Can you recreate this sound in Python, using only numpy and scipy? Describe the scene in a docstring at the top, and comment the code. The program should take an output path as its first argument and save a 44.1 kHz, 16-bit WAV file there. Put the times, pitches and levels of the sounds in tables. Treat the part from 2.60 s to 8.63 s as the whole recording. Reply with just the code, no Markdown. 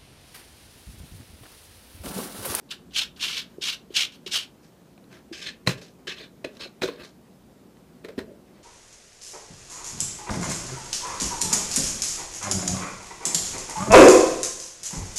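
"""A quiet room with a woven floor mat, where a cat paws and shoves a small cardboard box.
The box's bottom rasps over the weave in short strokes: clumped noise in the colours of rasp, fizz and drag.
Tipped, its edge scuffs and its walls flex; paw pats and tumbles ring its hollow body as damped modes.
The room hums low and answers each sound with a brief decaying echo; the microphone hisses faintly."""
import sys
import numpy as np
from scipy import signal
from scipy.fft import rfft, irfft, next_fast_len
from scipy.io import wavfile
from scipy.ndimage import uniform_filter1d, map_coordinates

SR = 44100
rng = np.random.default_rng(int(sys.argv[2]) if len(sys.argv) > 2 else 0)


def transcribe(signal):
    """Save signal, clipped to [-1, 1], as a 16-bit WAV file at the path in sys.argv[1]."""
    frames = np.atleast_2d(signal).T
    limited = np.clip(frames, -1, 1)
    pcm = np.round(limited * 32767).astype(np.int16)
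    wavfile.write(sys.argv[1], SR, pcm)


N = 265923  # length [samples]

# scuffs of the tipped box: (start [s], rise [s], hold [s], peak level [dB], sag over the hold [dB],
# fizz [dB re rasp], wall flex [dB re rasp], hollow rumble [dB re rasp], favoured wall [Hz])
SCUFFS = [(2.02, 0.015, 0.053, -68.5, 6.5, 1, -3, -10, 5000),
          (2.494, 0.027, 0.066, -57.5, 3.5, -14, 3, 1.5, 2000),
          (2.723, 0.016, 0.068, -38, 10, -10, -32, -17, 5300),
          (2.786, 0.06, 0.049, -36.5, 6.5, -11, -24, -17, 5400),
          (2.854, 0.027, 0.013, -38, -0.5, -18.5, -18.5, -39, 3500),
          (3.062, 0.019, 0.049, -32, 14, -6, -1.5, -2, 2500), (3.165, 0.021, .02, -55, 6, -6, -5, 5, 3000),
          (3.211, 0.0054, 0.071, -50.5, 11.5, -3, -9, -1, 4200),
          (3.47, 0.0039, 0.049, -32.5, 5.5, -15, -14, -27, 3000),
          (3.555, 0.062, 0.041, -41.5, 11.5, -21, -7, -10.5, 3850),
          (3.842, 0.0075, 0.0097, -36, 13, -19, -6.5, 3, 1700), (3.88, .03, 0.069, -70, -9, -5, 4, 2, 3000),
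          (3.992, .014, 0.052, -40, 6, -15, -4.5, -9.5, 4300),
          (4.213, 0.026, 0.029, -30.5, 11.5, -11.5, -2, 4.5, 3500),
          (4.265, 0.021, 0.1, -44, 17.5, -31, 0.5, -11, 3900),
          (4.37, 0.046, 0.015, -50, 6, -34, 2.5, -0.5, 1900),
          (4.42, 0.037, .04, -52.5, 13, -7, -6, -3, 4200),
          (5.439, 0.015, 0.019, -50, 13, -20, 3.5, 6, 1900),
          (5.482, .008, 0.045, -52, 18, -22, 3, 11, 1900),
          (5.575, 0.012, 0.017, -41.5, 7.5, -15, 2, 6, 2000),
          (5.66, 0.055, 0.07, -73.5, 12.5, -18, -8, 26, 2000),
          (5.82, 0.16, .03, -69.5, -3, -13, -2, 11.5, 2000)]
# air and large walls of the box: (frequency [Hz], width [Hz], relative level [dB])
HOLLOW = [(258.5, 15, -0.5), (365.5, 82, 8.5), (439.4, 181, 6.5), (557, 122, 6.5), (644, 51, 2)]


def scrape():
    """Thousands of tiny catches on the weave, in clumps, coloured by the cardboard."""
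    # catches bunch as each ridge of the weave passes; some snag harder
    clumps = amp(2.2 * wobble(170) + 1.4 * wobble(45))
    snag_now = rng.random(N) < 1400 / SR  # 1400 snags a second on average
    snags = amp(2.5 * rng.standard_normal(N)) * snag_now * rng.choice([-1, 1], size=N)
    grain = rng.standard_normal(N) + 0.5 * unit(snags)
    catches = patchy(clumps * grain, depth_db=1.5, bins=3, frames=6)
    # a tipped box changes its colour as the edge shifts
    shifting = patchy(catches, depth_db=2.0, bins=2, frames=14)
    # fibre tips: (frequency [Hz], relative level per Hz [dB])
    fibre_tips = [(4000, -15), (5300, 3), (6500, 0.5), (9000, -7.5), (13000, -17), (16000, -49.5)]
    fizz = coloured(catches, fibre_tips)
    return flat_strokes(catches, fizz) + edge_scuffs(shifting, fizz)


def flat_strokes(catches, fizz):
    """The flat bottom rasps on the weave, its fibre tips fizz, and its flexing trails the force."""
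    # strokes over the mat: (start [s], rise [s], hold [s], peak level [dB], sag of the rasp over the hold [dB],
    # fizz [dB re rasp], drag [dB re rasp])
    shoves = [(0.089, 0.0024, .006, -53, 2.5, -22, -4), (0.105, 0.011, 0.0093, -32, 7, -11, -14.5),
              (.305, 0.01, 0.012, -57, 1.5, -13, -8.5), (.332, 0.055, 0.049, -25, 11.5, -9, -20),
              (0.56, 0.0076, 0.0068, -51.5, 2, -10, -2), (.592, 0.047, 0.057, -26, 5.5, -10.5, -16.5),
              (0.698, 0.045, 0.059, -30.5, 3, -10.5, -19.5), (.88, 0.021, 0.036, -69.5, 2, -16, 6),
              (1.009, 0.05, 0.076, -25, 9, -10, -18), (1.300, 0.0062, 0.037, -60.5, 0.5, -11, -2.5),
              (1.337, 0.06, 0.029, -22.5, 4, -8, -25.5), (1.51, 0.029, 0.011, -50.5, 2, -11, -9.5),
              (1.661, .009, 0.011, -31.5, 9, -10, -17.5), (1.705, .05, 0.084, -25, 21, -7, -19)]
    # weave on cardboard: (frequency [Hz], relative level per Hz [dB])
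    weave = [(710, -70), (1200, -48), (1420, -12), (2010, -6), (2300, 3.5), (2510, 1.5), (2830, 9),
             (3210, 8.5), (4450, 3), (8000, -28), (10400, -33), (17600, -120)]
    # flexing bottom: (frequency [Hz], relative level per Hz [dB])
    bottom = [(400, -10), (750, -10.5), (1100, 1.5), (1600, 2.5), (2200, -12.5)]
    lag_s = 0.01
    fizz_db, drag_db = np.transpose(shoves)[5:]
    rasp = summed(strokes(shoves)) * coloured(catches, weave)
    tips = summed(strokes(shoves, linger_db=-3.5), fizz_db) * fizz
    drag_gain = np.roll(summed(strokes(shoves, linger_db=2), drag_db), round(lag_s * SR))
    drag = drag_gain * coloured(catches, bottom)
    return rasp + tips + drag


def edge_scuffs(shifting, fizz):
    """The tipped box rasps on one edge, which sets its freed walls ringing and flexing."""
    # an edge on the weave: (frequency [Hz], relative level per Hz [dB])
    edge_colour = [(710, -67), (1200, 0), (1330, -44), (1580, 5), (1990, 3.5), (2650, 8.5), (3040, 2),
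                   (3450, 3.5), (3980, 7.5), (4970, -3), (5420, -11), (6210, -10), (6770, -23), (8000, -24),
                   (10400, -54), (17600, -120)]
    # walls that ring once the box is off its bottom: (frequency [Hz], width [Hz], relative level [dB])
    freed_walls = [(1620, 160, -3), (2790, 130, -1), (3100, 150, 0), (3900, 140, 0), (5310, 150, -4),
                   (5760, 120, -8), (6630, 120, -11)]
    # flexing walls: (frequency [Hz], relative level per Hz [dB])
    wall_flex = [(450, 6), (750, -5), (1050, -0.5), (1500, 1.5), (2300, -23)]
    freed_db = -10.5  # re the edge's rasp
    gains = strokes(SCUFFS)
    fizz_db, flex_db = np.transpose(SCUFFS)[5:7]
    rasp = coloured(shifting, edge_colour) + amp(freed_db) * resonating(shifting, freed_walls)
    edge = unit(favoured(rasp, lift_db=6.5, octaves=0.19))
    flex = coloured(shifting, wall_flex)
    return summed(gains) * edge + summed(gains, fizz_db) * fizz + summed(gains, flex_db) * flex


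def favoured(x, lift_db, octaves):
    """x lifted in a band around the wall that the latest scuff favours."""
    hz, t, z = signal.stft(x, SR, nperseg=256)
    start, *_, wall_hz = np.transpose(SCUFFS)
    latest = np.maximum(np.searchsorted(start, t) - 1, 0)
    distance = np.log2((hz[:, None] + 1) / wall_hz[latest])
    bump = np.exp(-(distance / octaves) ** 2)
    return signal.istft(z * amp(lift_db * bump), SR, nperseg=256)[1][:N]


def rocking():
    """Uneven pushes from the mat drive the hollow modes while the tipped box scuffs."""
    pushes = amp(3 * wobble(60)) * rng.standard_normal(N)
    rumble_db = np.transpose(SCUFFS)[7]
    return summed(strokes(SCUFFS), rumble_db) * resonating(pushes, HOLLOW)


def knocks():
    """Each blow cracks the walls, rings the modes near where it lands and thuds the floor."""
    # knocks: (time [s], relative crack level [dB], centre of the crack [Hz], relative hollow level [dB],
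    # centre of the hollow modes [Hz], floor thud level before its modes' own levels [dB])
    blows = [(1.6642, -26, 2900, -46, 374, -54), (2.378, -36, 1100, -63, 295, -64),
             (2.4418, -39.5, 3860, -59, 357, -66), (2.5265, -31, 1140, -49.5, 363, -54),
             (3.0737, 0.5, 1980, -58, 535, -13.5), (3.0759, 1.5, 1000, -23.5, 318, -21),
             (3.2166, -26, 2400, -52, 384, -54), (3.4712, -20.5, 3390, -49, 387, -55),
             (3.482, -28, 2980, -36, 390, -48), (3.8456, -18.5, 1580, -35.5, 520, -57),
             (3.9691, -28, 5500, -48, 248, -59), (4.0035, -40, 1550, -66, 364, -58),
             (4.059, -42, 1200, -38.5, 400, -65), (4.2196, -7.5, 1730, -23, 226, -33.5),
             (4.2356, -8, 3900, -22, 458, -32.5), (4.2868, -16, 1040, -32, 466, -49),
             (4.4063, -29, 2230, -45, 458, -45), (5.1695, -39, 3000, -51, 251, -56),
             (5.4405, -43, 3030, -54, 408, -48), (5.4472, -20.5, 1800, -38.5, 410, -65),
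             (5.4865, -28, 1720, -40, 550, -61), (5.5793, -45, 3850, -30.5, 258, -51),
             (5.5909, -15, 1880, -35, 550, -49)]
    # small walls: (frequency [Hz], relative level [dB], t60 [s])
    panels = [(746, 11, 0.011), (1038, -14.5, 0.088), (1773, 9.5, 0.0067), (1950, -7, 0.046),
              (2436, 7.5, 0.011), (3430, -10, .015), (4020, 10.5, 0.0097), (5300, -27, .012)]
    # floorboards: (frequency [Hz], relative level [dB], t60 [s])
    floor = [(132.3, -6.5, .12), (174.3, 1.3, 0.15), (233, -10, 0.059)]
    hollow_t60 = 0.042  # [s]
    out, t = np.zeros(N + SR), np.arange(SR // 3) / SR
    for s, crack_db, crack_hz, hollow_db, centre_hz, thud_db in blows:
        bright = np.convolve(rng.standard_normal(len(t)), [1, 0.3, -0.019, -1.2], "same")
        click = 0.97 * amp(-60 * t / 0.0047) * bright
        # many small unresolved modes: a dull puff
        dull = np.convolve(rng.standard_normal(len(t)), np.hanning(16), "same")
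        puff = 0.44 * amp(-60 * t / 0.022) * dull
        wall_modes = leaning(panels + [(crack_hz, 1, 0.018)], crack_hz, per_octave_db=3.5)
        walls = amp(crack_db - 20.5) * (click + puff + ringing(wall_modes, t, spread_db=4))
        near = [(centre_hz, 3, hollow_t60)] + [(hz, db, hollow_t60) for hz, _, db in HOLLOW]
        hollow_modes = leaning(near, centre_hz, per_octave_db=16)
        hollow = amp(hollow_db + 2) * ringing(hollow_modes, t, spread_db=5.5)
        thud = amp(thud_db) * ringing(floor, t, spread_db=2.0)
        # cardboard meets softly; low modes take a few ms to build
        quick, slow = 1 - np.exp(-t / 0.000578), 1 - np.exp(-t / 0.0031)
        out[round(s * SR):][:len(t)] += quick * walls + slow * (hollow + thud)
    return out[:N]


def leaning(modes, centre_hz, per_octave_db):
    """Modes weakened by their distance from the centre that the blow favours."""
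    return [(hz, db - per_octave_db * abs(np.log2(hz / centre_hz)), t60) for hz, db, t60 in modes]


def ringing(modes, t, spread_db):
    """Damped modes, each at a new strength for every blow."""
    total = 0
    for hz, db, t60 in modes:
        strength_db = db + spread_db * rng.standard_normal()
        total = total + amp(strength_db - 60 * t / t60) * np.sin(2 * np.pi * hz * t)
    return total


def pats():
    """A padded paw swells the hollow tone gently, with no crack."""
    # soft paw pats on the box: (time [s], relative level [dB], hollow tone [Hz], t60 [s])
    paw_pats = [(0.983, -21, 373, 0.017), (1.304, -27.5, 375, 0.034), (1.662, -29.5, 378, 0.025),
                (2.713, -25.5, 331, 0.074)]
    out, t = np.zeros(N + SR), np.arange(SR // 5) / SR
    swell = 1 - np.exp(-(t / 0.002) ** 2)
    for s, db, hz, t60 in paw_pats:
        out[round(s * SR):][:len(t)] += swell * ringing([(hz, db + 1, t60)], t, spread_db=3)
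    return out[:N]


def room(x):
    """Each frequency of the room's answer dies at its own speed, in a random pattern of echoes."""
    # decay of the room: (frequency [Hz], t60 [s])
    decay = [(150, 0.44), (1000, 0.28), (4000, 0.18), (12000, 0.15)]
    # the echo pattern is drawn anew at random every eighth of a second
    wet, step = np.zeros(N + SR), SR // 8
    for start in range(0, N, step):
        hz, t, z = signal.stft(rng.standard_normal(SR // 2), SR, nperseg=256)
        fade = amp(-60 * t / along(decay, hz)[:, None])
        tail = signal.istft(z * fade, SR, nperseg=256)[1]
        echo = signal.fftconvolve(x[start:start + step], tail / np.linalg.norm(tail))
        wet[start + SR // 200:][:len(echo)] += echo  # first return after 5 ms
    return wet[:N]


def room_tone():
    """Low, slightly unsteady household hum and drifting deep noise over the microphone's hiss."""
    # room tone and hiss: (frequency [Hz], relative level per Hz [dB])
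    hum = [(59, -30), (100, -10), (185, -1), (295, -5.5), (322, -11), (358, -5), (389, -9.5), (471, -11.5),
           (502, -13), (583, -14.5), (1830, -28.5), (14700, -38), (16000, -45)]
    # low background noise: (frequency [Hz], relative level per Hz [dB])
    deep = [(12, -50.5), (20, -17.5), (50, 7), (65, 8), (92, -4), (130, -22), (170, -45.5), (290, -120)]
    # slow random drift of the low background noise: (time [s], level [dB])
    deep_drift = [(0, -61), (.45, -54), (.7, -60.5), (1.3, -63), (2.2, -68.5), (3.05, -58.5), (4.2, -71),
                  (5, -63), (6.03, -67)]
    hum_db = -52.5
    air = patchy(rng.standard_normal(N), depth_db=1.2, bins=2, frames=14)
    deep_db = np.interp(np.arange(N) / SR, *np.transpose(deep_drift)) + 1.5 * wobble(3)
    low_noise = amp(deep_db) * coloured(rng.standard_normal(N), deep)
    return amp(hum_db) * coloured(air, hum) + low_noise


def strokes(rows, linger_db=0):
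    """Gain of each row over time: a rounded rise, a sagging hold, a steady release."""
    rise_power, release_db_per_s = 1.13, 545  # how late the rise swells; how fast a stroke dies
    s, rise, hold, db, sag_db = np.transpose(rows)[:5, :, None]
    t = np.arange(0, N, 16) / SR - s  # one gain every 16 samples
    swell = np.sin(np.pi / 2 * np.clip(t / rise, 0, 1)) ** rise_power
    sag = (sag_db - linger_db) * np.clip((t - rise) / hold, 0, 1)
    release = release_db_per_s * np.maximum(t - rise - hold, 0)
    return swell * amp(db - sag - release)


def summed(gains, db=0):
    """Overlapping strokes add in power; one gain per sample."""
    total = np.sqrt(np.sum((gains * amp(db).reshape(-1, 1)) ** 2, axis=0))
    return np.interp(np.arange(N), np.arange(0, N, 16), total)


def resonating(x, peaks):
    """x through a set of resonances of alternating sign, at rms 1."""
    def body(f):
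        total = 0
        for k, (centre, width, db) in enumerate(peaks):
            peak = 1j * f * width / (centre ** 2 - f ** 2 + 1j * f * width)
            total = total + (-1) ** k * amp(db) * peak
        return total
    return unit(filtered(x, body))


def patchy(x, depth_db, bins, frames):
    """x with random patches of gain over time and frequency."""
    z = signal.stft(x, nperseg=256)[2]
    field = uniform_filter1d(rng.standard_normal(z.shape), size=bins, axis=0)
    field = uniform_filter1d(field, size=frames, axis=1)
    return signal.istft(z * amp(depth_db * unit(field)), nperseg=256)[1][:N]


def wobble(rate):
    """A smooth random curve, rate knots a second."""
    knots = rng.standard_normal(int(N * rate / SR) + 4)
    return map_coordinates(knots, [np.arange(N) * rate / SR])


def coloured(x, spectrum):
    """x with the given spectrum, at rms 1."""
    return unit(filtered(x, lambda hz: amp(along(spectrum, hz))))


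def filtered(x, response):
    """x times a response of frequency."""
    m = next_fast_len(N + 8192)
    return irfft(rfft(x, m) * response(np.fft.rfftfreq(m, 1 / SR)), m)[..., :N]


def along(points, hz):
    """(frequency [Hz], value) points read on a log frequency axis."""
    f, v = np.transpose(points)
    return np.interp(np.log(hz + 1), np.log(f + 1), v)


def unit(x):
    """x at rms 1."""
    return x / np.sqrt(np.mean(x ** 2) + 1e-20)


def amp(db):
    """Gain of a level in dB."""
    return 10 ** (np.asarray(db) / 20)


def scene():
    """Box sounds, their reverberation and the room tone."""
    rubbing = scrape() + rocking()
    blows = knocks() + pats()
    wet = room(amp(-10.5) * rubbing + amp(-15.5) * blows)
    return (rubbing + blows + wet + room_tone())[None]


def record(dry):
    """The microphone loses the deepest bass; nothing is kept above the band limit."""
    bass_hz, top_hz = 40, 15450
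    return filtered(dry, lambda hz: (1j * hz / (bass_hz + 1j * hz)) ** 2 * (hz < top_hz))


dry = scene()
out = record(dry)
transcribe(out)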